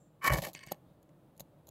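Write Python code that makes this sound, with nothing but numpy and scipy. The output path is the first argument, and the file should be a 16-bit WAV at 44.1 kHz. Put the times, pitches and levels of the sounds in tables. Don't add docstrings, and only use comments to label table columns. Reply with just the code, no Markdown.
import sys
import numpy as np
from scipy import signal
from scipy.fft import rfft, irfft
from scipy.io import wavfile
from scipy.ndimage import uniform_filter1d

SR = 44100
rng = np.random.default_rng(int(sys.argv[2]) if len(sys.argv) > 2 else 0)


def store_wav(level_fs):
    pcm = np.round(np.clip(np.atleast_2d(level_fs), -1, 1) * 32767)
    wavfile.write(sys.argv[1], SR, pcm.T.astype(np.int16))


N = 74970

# (frequency [Hz], relative level [dB])
GRIT_SPECTRUM = [(200, -11), (1000, -2.5), (2200, -0.5), (3300, -3), (4400, -2), (6000, -6), (7700, -5),
                 (9300, -12), (10400, -8), (11400, -1.5), (13800, -7.5), (15000, -9), (16000, -13.5)]
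CHATTER_HZ = 447.94


def scrape():
    # (time [s], level [dB])
    stroke = [(.212, -43.5), (0.219, -27), (0.225, -17.5), (.238, -13.5), (.245, -5), (.256, -4),
              (.268, -3), (.28, 2.5), (.286, -3), (.294, -19.5)]
    # (peak time [s], rise [s], fall [s], rod [dB], grit [dB], wood [dB])
    skids = [(.298, 0.003, .012, -30, -41, -39.5), (.304, 0.0056, .010, -24.5, -47, -30),
             (.321, 0.0091, .016, -31, -42, -38), (.336, 0.0095, .006, -33.5, -32, -26.5),
             (.344, 0.011, .012, -29.5, -36, -28), (.357, 0.004, .018, -37.5, -53, -40),
             (0.377, 0.024, 0.019, -45.5, -39, -33), (.387, 0.0042, .010, -36, -41, -33.5),
             (0.401, 0.0091, 0.025, -80, -51.5, -50), (0.424, 0.0072, .016, -59, -39.5, -34),
             (.438, 0.0053, .012, -41.5, -42, -43), (.452, 0.0084, .008, -32.5, -36.5, -35.5),
             (.471, 0.013, .009, -48.5, -43, -34.5), (0.487, 0.023, .028, -76, -50.5, -46)]
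    times, levels = np.array(stroke).T
    force = undb(np.interp(np.arange(N) / SR, times, levels, left=-120, right=-120))
    rod = force * undb(-23.5)
    grit = force ** 1.27 * undb(-33)
    wood = force ** 1.6 * undb(-35)
    for peak, rise, fall, rod_db, grit_db, wood_db in skids:
        contact = swell(peak, rise, fall)
        rod += contact * undb(rod_db)
        grit += contact * undb(grit_db)
        wood += contact * undb(wood_db)
    catches = friction()
    ringing = rod * squeal(catches) * undb(2.0 * walk(CHATTER_HZ))
    return ringing + colour(catches * grit, GRIT_SPECTRUM) + log_knock(catches * wood)


def friction(catches_per_s=7000, spread_db=4, chatter_db=2.5):
    caught = rng.random(N) < catches_per_s / SR
    size_db = spread_db * np.clip(rng.standard_normal(N), -2, 2) + chatter_db * walk(CHATTER_HZ)
    return unit(caught * undb(size_db) * np.sign(rng.standard_normal(N)))


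def squeal(catches, bite_s=0.28, evenness=.65):
    # (frequency [Hz], bandwidth [Hz], relative level [dB], drift as the edge travels [dB/s])
    pressed_modes = [(1112, 16, -5, -50), (1280, 110, -12, -35), (1570, 70, -15, -20), (1778, 24, -8, 0),
                     (1852, 26, -11, 22), (2040, 90, -14, 0), (2246, 16, -8, -12), (2630, 40, -23, 10),
                     (2970, 70, -19, 0)]
    travel_s = np.clip(np.arange(N) / SR - bite_s, -.1, .3)
    out = 0
    for hz, width, db, db_per_s in pressed_modes:
        mode = band(ring(catches, [(hz, width, 0)]), hz * 0.88, hz * 1.2, order=2)
        envelope = np.abs(signal.hilbert(mode)) + 1e-9
        out += unit(mode / envelope ** evenness) * undb(db + db_per_s * travel_s)
    return out


def log_knock(force):
    # (frequency [Hz], bandwidth [Hz], relative level [dB])
    log_modes = [(178, 53, 0.5), (327.4, 110, -4.5), (580, 130, 2.5), (776, 150, -4), (966, 59, -17.5)]
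    return band(ring(force, log_modes), 110, 1200, order=2)


def thud():
    # (time [s], contact time [s], level [dB])
    pushes = [(.276, 0.0038, -7), (0.305, 0.0064, 12), (.32, 0.0064, 15.5), (.335, 0.0058, 4),
              (0.383, 0.0044, 1), (0.671, .003, -21), (1.404, 0.0025, -24.5)]
    # (frequency [Hz], bandwidth [Hz], relative level [dB])
    deep_modes = [(58, 12.9, -8), (116.6, 38, -8), (139.7, 18, 2), (195, 44, -9)]
    force = sum(undb(db) * blow(at, contact) for at, contact, db in pushes)
    return band(ring(force, deep_modes), 44, 600, order=3)


def slide_back(chatter_db=3, chatter_hz=161):
    # (peak time [s], rise [s], fall [s], level [dB])
    slides = [(0.55, 0.0051, 0.013, -45), (0.568, 0.023, 0.048, -52.5), (0.602, 0.024, 0.045, -60),
              (.635, 0.019, 0.021, -52.5), (0.685, 0.027, 0.028, -56), (0.726, 0.053, 0.026, -59)]
    # (frequency [Hz], bandwidth [Hz], relative level [dB])
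    loose_modes = [(1090, 30, -1.5), (1785, 66, -3), (1878, 35, -2), (2140, 56, -0.5), (2213, 30, -0.5),
                   (2590, 55, -8), (2895, 100, -7.5), (4535, 200, -8.5), (5800, 220, -25), (6740, 185, -34),
                   (8200, 130, -11), (8540, 90, -31.5)]
    contact = sum(undb(db) * swell(peak, rise, fall) for peak, rise, fall, db in slides)
    force = friction() * contact * undb(chatter_db * walk(chatter_hz) - 1.0)
    ringing = band(ring(force, loose_modes), 1050, 8700, order=6)
    return ringing + undb(-16) * colour(force, GRIT_SPECTRUM)


def knocks():
    # (time [s], relative wood level [dB], relative click level [dB])
    impacts = [(.5505, -13.5, -34.5), (.6725, -22, -37), (0.7144, -12.5, -32), (0.7181, -10, -14),
               (0.7195, 2, -3), (0.722, -9, -2), (1.3971, -20.5, -12), (1.4045, -20.5, -20.5),
               (1.406, -14.5, -15), (1.685, -22.5, -33)]
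    # (frequency [Hz], bandwidth [Hz], relative level [dB])
    striker_modes = [(3080, 360, -12), (4004, 370, 1), (4520, 210, -6.5), (5215, 320, -5.5),
                     (6600, 250, -7.5), (6530, 200, 4), (8310, 280, -4.5), (9500, 240, -14.5),
                     (10130, 280, -1), (11770, 170, 9), (12100, 380, -0.5), (12870, 330, 7),
                     (13700, 600, -6.5)]
    wood = sum(undb(db) * blow(at, contact=0.00038) for at, db, _ in impacts)
    tap = sum(undb(db) * (np.arange(N) == int(at * SR)) for at, _, db in impacts)
    drag = sum(undb(db) * swell(at, 0.0013, .004) for at, _, db in impacts)
    click = ring(undb(-18.5) * tap + undb(-30.5) * drag * friction(), striker_modes)
    return undb(-8) * log_knock(wood) + click


def touches():
    # (time [s], level [dB], fall [s])
    contacts = [(.5507, -36.5, 0.0035), (.592, -56.5, .002), (.637, -54, 0.0026), (.644, -62, 0.0017),
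                (.6728, -46, 0.0045), (.691, -58.5, .002), (.745, -57.5, 0.0016), (1.092, -68, 0.004)]
    # (frequency [Hz], relative level [dB])
    spectrum = [(300, -23.5), (580, 8), (1200, -13.5), (1800, 4.5), (2800, 2.5), (3600, -1), (4400, 0.5),
                (5300, -4), (7000, 2.5), (8500, -4.5), (9300, -27), (16000, -31)]
    return scratches(contacts, spectrum)


def ticks():
    # (time [s], level [dB], fall [s])
    contacts = [(.533, -52, 0.025), (.664, -51, 0.0055), (.7125, -53.5, 0.0032), (1.029, -62.5, 0.0053),
                (1.366, -66, 0.004), (1.378, -62.5, 0.008), (1.401, -46, 0.016), (1.671, -57, 0.0099),
                (1.683, -58, .008), (1.69, -51, 0.0034)]
    # (frequency [Hz], relative level [dB])
    spectrum = [(300, -8), (900, 0.5), (1900, -20), (2900, -8), (4100, 0), (5500, -9.5), (6800, 8),
                (9200, -23.5), (10300, 5.5), (11000, -1.5), (12500, 4.5), (16000, -5.5)]
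    return scratches(contacts, spectrum)


def scratches(contacts, spectrum):
    envelope = sum(undb(db) * swell(at, 0.002, fall) for at, db, fall in contacts)
    return colour(friction() * envelope, spectrum)


def trunk_echo(sound, t60_s=0.17, level_db=-27):
    t = np.arange(N) / SR
    reflections = rng.standard_normal(N) * undb(-60 * t / t60_s) * (1 - np.exp(-t / .01))
    # (frequency [Hz], relative level [dB])
    spectrum = [(100, -1), (1000, -4), (4000, -11.5), (16000, -13.5)]
    return undb(level_db) * through(sound, colour(reflections, spectrum))


def forest(level_db=-62.5, waver_db=.8, waver_hz=5.3):
    # (frequency [Hz], relative level [dB])
    spectrum = [(15, -46.5), (25, -22), (48, -16.5), (70, -12), (102, -8.5), (153, -1.5), (249, -14.5),
                (301, -8), (416, -18), (591, -12.5), (659, -17.5), (796, -20.5), (2110, -38), (3720, -40),
                (5430, -48.5), (11900, -44), (16000, -45)]
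    air = colour(rng.standard_normal(N), spectrum)
    return undb(level_db) * air * undb(waver_db * walk(waver_hz))


def whistles():
    # (peak time [s], rise [s], fall [s], frequency [Hz], bandwidth [Hz], level [dB])
    tones = [(.01, .05, 0.15, 7350, 300, -76.5), (.895, 0.052, .06, 3720, 250, -83.5)]
    out = 0
    for peak, rise, fall, hz, width, db in tones:
        tone = unit(band(rng.standard_normal(N), hz - width / 2, hz + width / 2, order=1))
        out += undb(db) * swell(peak, rise, fall) * tone
    return out


def ring(force, modes):
    t = np.arange(N // 4) / SR
    response = sum(undb(db) * width * np.exp(-np.pi * width * t) * np.cos(2 * np.pi * hz * t)
                   for hz, width, db in modes)
    return through(force, response)


def colour(x, spectrum, size=4096):
    hz, db = np.array(spectrum).T
    bin_hz = np.maximum(np.arange(size // 2 + 1) * SR / size, 1)
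    gain = undb(np.interp(np.log(bin_hz), np.log(hz), db))
    cepstrum = irfft(np.log(gain))
    cepstrum[1:size // 2] *= 2
    cepstrum[size // 2 + 1:] = 0
    return through(x, irfft(np.exp(rfft(cepstrum))))


def through(x, response):
    return signal.fftconvolve(x, response / np.linalg.norm(response))[:N]


def band(x, lo_hz, hi_hz, order=4):
    return signal.sosfilt(signal.butter(order, [lo_hz, hi_hz], "band", fs=SR, output="sos"), x)


def blow(at, contact):
    t = np.arange(N) / SR - at
    push = np.exp(-np.minimum((2 * t / contact) ** 2, 20)) - np.exp(-20)
    return push / push.sum()


def swell(peak, rise, fall):
    t = np.arange(N) / SR - peak
    distance = np.abs(t / np.where(t < 0, rise, fall))
    return 10 ** -np.minimum(distance ** 1.223, 10)


def walk(rate_hz):
    hold = max(int(SR / rate_hz), 1)
    steps = np.repeat(rng.standard_normal(N // hold + 1), hold)
    return unit(uniform_filter1d(steps, hold)[:N])


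def undb(db):
    return 10 ** (np.asarray(db) / 20)


def unit(x):
    return x / np.sqrt(np.mean(x ** 2))


def scene():
    tools = scrape() + thud() + slide_back() + knocks() + touches() + ticks()
    return (tools + trunk_echo(tools) + forest() + whistles())[None]


def record(dry, cutoff_hz=15750):
    return signal.sosfilt(signal.ellip(10, .2, 80, cutoff_hz, fs=SR, output="sos"), dry)


dry = scene()
out = record(dry)
store_wav(out)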